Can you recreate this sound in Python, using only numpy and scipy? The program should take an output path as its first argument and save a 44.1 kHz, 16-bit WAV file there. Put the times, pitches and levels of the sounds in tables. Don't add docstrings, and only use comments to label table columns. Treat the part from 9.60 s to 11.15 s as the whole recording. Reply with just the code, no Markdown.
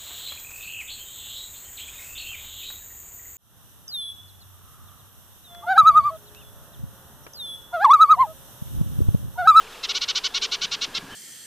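import sys
import numpy as np
from scipy import signal
from scipy.fft import rfft, irfft
from scipy.io import wavfile

SR = 44100
rng = np.random.default_rng(int(sys.argv[2]) if len(sys.argv) > 2 else 0)


def nominal_scale(level):
    x = np.asarray(level, float) / 20
    return 10 ** x


def log_audio(samples):
    frames = np.atleast_2d(samples).T
    limited = np.clip(frames, -1, 1)
    pcm = np.round(limited * 32767).astype(np.int16)
    wavfile.write(sys.argv[1], SR, pcm)


N = 68355

# frequency in Hz, density in dB per Hz.
AIR_SPECTRUM = [(150, -14), (250, -15.5), (945, -4.5), (1290, -5), (1610, -8), (2090, -13.5), (2710, -8),
                (3060, -10.5), (15500, -25.5)]


def rms_one(x):
    return x / np.sqrt(np.mean(x ** 2) + 1e-20)


def drift(rate_hz):
    settle = 20000
    r = np.exp(-2 * np.pi * rate_hz / SR)
    slow = signal.lfilter([1], [1, -2 * r, r * r], rng.standard_normal(N + settle))
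    return rms_one(slow[settle:])


def coloured(points):
    hz, level = np.transpose(points)
    f = np.maximum(np.arange(N // 2 + 1) * SR / N, 1)
    shape = np.interp(np.log(f), np.log(hz), level, left=-80, right=-80)
    return rms_one(irfft(rfft(rng.standard_normal(N)) * nominal_scale(shape), N))


def band(low_hz, high_hz):
    sos = signal.butter(2, [low_hz, high_hz], "band", fs=SR, output="sos")
    return rms_one(signal.sosfilt(sos, rng.standard_normal(N)))


def air():
    return nominal_scale(-45 + 0.76 * drift(9.1)) * coloured(AIR_SPECTRUM)


def drones():
    # centre in Hz, width in Hz, level at first in dB, level at last in dB.
    hums = [
        (428.5, 93, -53.5, -53.5),
        (1658, 160, -64, -48.5),
        (3420, 900, -53.5, -61),
    ]
    total = np.zeros(N)
    for hz, width, first_db, last_db in hums:
        level_db = np.linspace(first_db, last_db, N) + 1.9 * drift(16)
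        total += nominal_scale(level_db) * band(hz - width / 2, hz + width / 2)
    return total


def rumble():
    # frequency in Hz, density in dB per Hz.
    rumble_spectrum = [(8.8, -32), (15, 4.5), (25, -1.5), (70, -10.5), (140, -15.5), (300, -12.5),
                       (390, -55), (660, -120)]
    return nominal_scale(-56) * coloured(rumble_spectrum)


def traffic():
    # time in seconds, level in dB.
    approach = [
        (0.0, -51),
        (0.056, -74),
        (0.966, -70.5),
        (1.026, -58.5),
        (1.55, -46.5),
    ]
    edges_hz = [111, 292]
    s, db = np.transpose(approach)
    level_db = np.interp(np.arange(N) / SR, s, db) - 0.5
    return nominal_scale(level_db + 4.5 * drift(29)) * band(*edges_hz)


def hiss():
    # frequency in Hz, density in dB per Hz.
    hiss_spectrum = [(1760, -21), (3000, -13.5), (5770, -9), (7910, -8.5), (12000, -9.5), (15500, -18)]
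    return nominal_scale(-59) * coloured(hiss_spectrum) + nominal_scale(-76.5) * coloured(AIR_SPECTRUM)


def foliage(x):
    t60_s, level_db, first_echo_s = .15, -19, .004
    t = np.arange(int(.25 * SR)) / SR
    spray = rng.standard_normal(len(t)) * nominal_scale(-60 * t / t60_s) * (t > first_echo_s)
    return nominal_scale(level_db) * signal.fftconvolve(x, spray / np.sqrt(np.sum(spray ** 2)))[:N]


def whistles():
    # start in seconds, length in seconds, first pitch in Hz, last pitch in Hz, level in dB.
    calls = [(0, .028, 2950, 3250, -50), (.03, .02, 2450, 2800, -52), (.064, .02, 3050, 1950, -49),
             (.094, .012, 3950, 4150, -56), (.096, .014, 3100, 3300, -57), (.122, .015, 4100, 3300, -51),
             (.143, .021, 2950, 1900, -48), (.175, .012, 3350, 3100, -53), (.272, .016, 2950, 3150, -48),
             (.326, .022, 2900, 2050, -47), (.332, .012, 3200, 3150, -49), (.19, .02, 3100, 2950, -57),
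             (.524, .010, 2850, 2850, -49), (.61, .025, 2750, 3050, -54), (.692, .048, 3100, 3800, -54),
             (.794, .02, 3000, 3500, -52), (.888, .024, 2900, 3600, -51), (.985, .025, 2850, 3050, -55),
             (1.068, .02, 3900, 3700, -55), (1.17, .016, 3400, 2600, -56), (1.325, .02, 2900, 3500, -55),
             (1.395, .022, 2500, 2200, -54)]
    # start in seconds, peak in seconds, peak pitch in Hz, curvature in Hz per ms^2, level in dB.
    arch_call = (1.492, 1.528, 3120, .45, -43)
    out, waver = np.zeros(N + SR), drift(95)
    for start, length, from_hz, to_hz, db in calls:
        u = np.linspace(0, 1, int(length * SR))
        i = int(start * SR)
        hz = from_hz + (to_hz - from_hz) * u
        swell = np.sin(np.pi * u) ** .6
        out[i:i + len(u)] += nominal_scale(db + 6) * swell * np.sin(2 * np.pi * np.cumsum(hz) / SR)
    start, peak, peak_hz, curvature, db = arch_call
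    t = np.arange(N) / SR
    hz = np.maximum(peak_hz - curvature * (1000 * (t - peak)) ** 2, 2000)
    onset = np.clip((t - start) / .02, 0, 1)
    arch = nominal_scale(db) * onset * np.sin(2 * np.pi * np.cumsum(hz) / SR)
    out = (out[:N] + arch) * nominal_scale(1.8 * waver)
    return out + nominal_scale(8) * foliage(out)


def insect():
    # start in seconds, length in seconds, level in dB.
    bursts = [
        (.06, .18, -71),
        (.54, .18, -71),
        (1.49, .07, -71),
    ]
    tone_hz, ramp_s = 11579, .01
    t = np.arange(N) / SR
    on = np.zeros(N)
    for start, length, db in bursts:
        to_edge = np.minimum(t - start, start + length - t)
        on += nominal_scale(db) * np.clip(to_edge / ramp_s, 0, 1)
    tones = np.sin(2 * np.pi * tone_hz * t) + np.sin(np.pi * tone_hz * t)
    return on * nominal_scale(2.0 * drift(40)) * tones


def membrane_hz(peak_hz, start_hz, before, fall_hz, wobble):
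    jitter = .006
    return peak_hz * (1 + jitter * wobble) - (peak_hz - start_hz) * before - fall_hz


def vocal_tract_db(hz, u):
    throat_hz = 4100 + (3300 - 4100) * u
    throat = 8 * (1 - u / 2) / (1 + ((hz - throat_hz) / 500) ** 2)
    windpipe = 5 / (1 + ((hz - 3100) / 150) ** 2)
    return throat + windpipe


def beak(x):
    x = x + 1e-18
    dull = signal.sosfilt(signal.butter(4, 7400, fs=SR, output="sos"), x)
    leak = signal.sosfilt(signal.butter(4, 10000, "high", fs=SR, output="sos"), x)
    return dull + nominal_scale(-13.5) * leak


def warbler():
    # start in seconds, length in seconds, level in dB.
    notes_sung = [(0.229, .036, -25), (0.286, .040, -23.5), (0.343, 0.044, -22.5), (.409, 0.042, -23),
                  (0.479, 0.042, -22), (0.549, 0.045, -21.5), (.636, 0.044, -22), (0.739, 0.05, -22.5),
                  (0.814, 0.051, -22.5), (0.913, 0.048, -23), (1.011, 0.051, -23), (1.111, 0.048, -24),
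                  (1.21, 0.048, -23.5), (1.343, 0.047, -24.5)]
    # time in seconds, high voice in Hz, low voice in Hz.
    arch_tops = [(.2435, 1360, 1062), (.3075, 1435, 1135), (.3715, 1512, 1175), (.4345, 1462, 1148),
                 (.5015, 1518, 1150), (.5745, 1535, 1188), (.662, 1525, 1148), (.769, 1460, 1135),
                 (.8415, 1566, 1204), (.9415, 1490, 1170), (1.0425, 1534, 1172), (1.138, 1450, 1160),
                 (1.2385, 1465, 1135), (1.370, 1384, 1090)]
    multiples = [(1, 0), (0, 1), (2, 0), (1, 1), (0, 2), (3, 0), (2, 1), (1, 2), (0, 3), (4, 0), (3, 1),
                 (2, 2), (1, 3), (5, 0), (0, 4), (4, 1), (3, 2), (2, 3), (-1, 3), (4, -1), (3, -1), (1, 4),
                 (-1, 4), (5, 1)]
    tones_db = [-4.5, 0, 1.5, -7, 6, 0, 3, 4, 5, 1, -1, 2, -1, 0, 3, -2, -4, -8, -9, -5, -15, -13, -3, -12]
    # frequency in Hz, level in dB.
    rasp_spectrum = [(1500, -24), (2900, -12), (3900, 0), (5800, -4), (7300, -13), (9000, -25),
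                     (12000, -33), (15500, -38)]
    fall_hz_per_ms2, low_fall_share = 1.6, .65
    shimmer_db_per_khz, phase_spread = .5, 1.2
    attack_s, release_s, edge_db = 0.0083, 0.014, -16
    rasp_db, saturation = -10, 3.0
    out = np.zeros(N)
    low_wobble, high_wobble = drift(150), drift(150)
    rasp = coloured(rasp_spectrum)
    shimmer = [drift(100) for _ in multiples]
    for (start, length, db), (top_s, high_hz, low_hz) in zip(notes_sung, arch_tops):
        i = np.arange(int(start * SR), int((start + length) * SR))
        t = i / SR - start
        u = t / length
        before = np.clip(1 - t / (top_s - start), 0, 1) ** 1.5
        after_ms = np.maximum(1000 * (i / SR - top_s), 0)
        fall = np.minimum(fall_hz_per_ms2 * after_ms ** 2, 380)
        low = membrane_hz(low_hz, 1045, before, low_fall_share * fall, low_wobble[i])
        high = membrane_hz(high_hz, 1300, before, fall, high_wobble[i])
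        note = np.zeros(len(i))
        for (m, n), tone_db, shake in zip(multiples, tones_db, shimmer):
            hz = m * low + n * high
            lift_db = vocal_tract_db(hz, u) + shimmer_db_per_khz * hz / 1000 * shake[i]
            phase = 2 * np.pi * np.cumsum(hz) / SR + phase_spread * shake[i[0]]
            note += nominal_scale(tone_db + lift_db) * np.cos(phase)
        gate = 1 + np.cos(2 * np.pi * np.cumsum(low) / SR)
        voice = rms_one(note) + nominal_scale(rasp_db) * gate * rasp[i]
        attack = np.clip(1 - t / attack_s, 0, 1) ** 0.81
        release = np.clip(1 - (length - t) / release_s, 0, 1) ** 2.17
        level = nominal_scale(db + edge_db * (attack + release))
        out[i] += level * saturation * np.tanh(voice / saturation)
    return beak(out)


def scene():
    chirr, bird = insect(), warbler()
    ambience = air() + drones() + rumble() + traffic()
    mid = ambience + whistles() + chirr + bird + foliage(bird)
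    treble = signal.sosfilt(signal.butter(4, 7000, "high", fs=SR, output="sos"), mid)
    side = hiss() + 1.1 * chirr + (nominal_scale(-0.25) - 1) * treble
    return np.array([mid + side, mid - side])


def band_limit(x):
    return signal.sosfilt(signal.butter(12, 15670, fs=SR, output="sos"), x)


def record(dry):
    cut = signal.sosfilt(signal.cheby2(12, 70, 16450, fs=SR, output="sos"), dry)
    return band_limit(cut)


dry = scene()
out = record(dry)
log_audio(out)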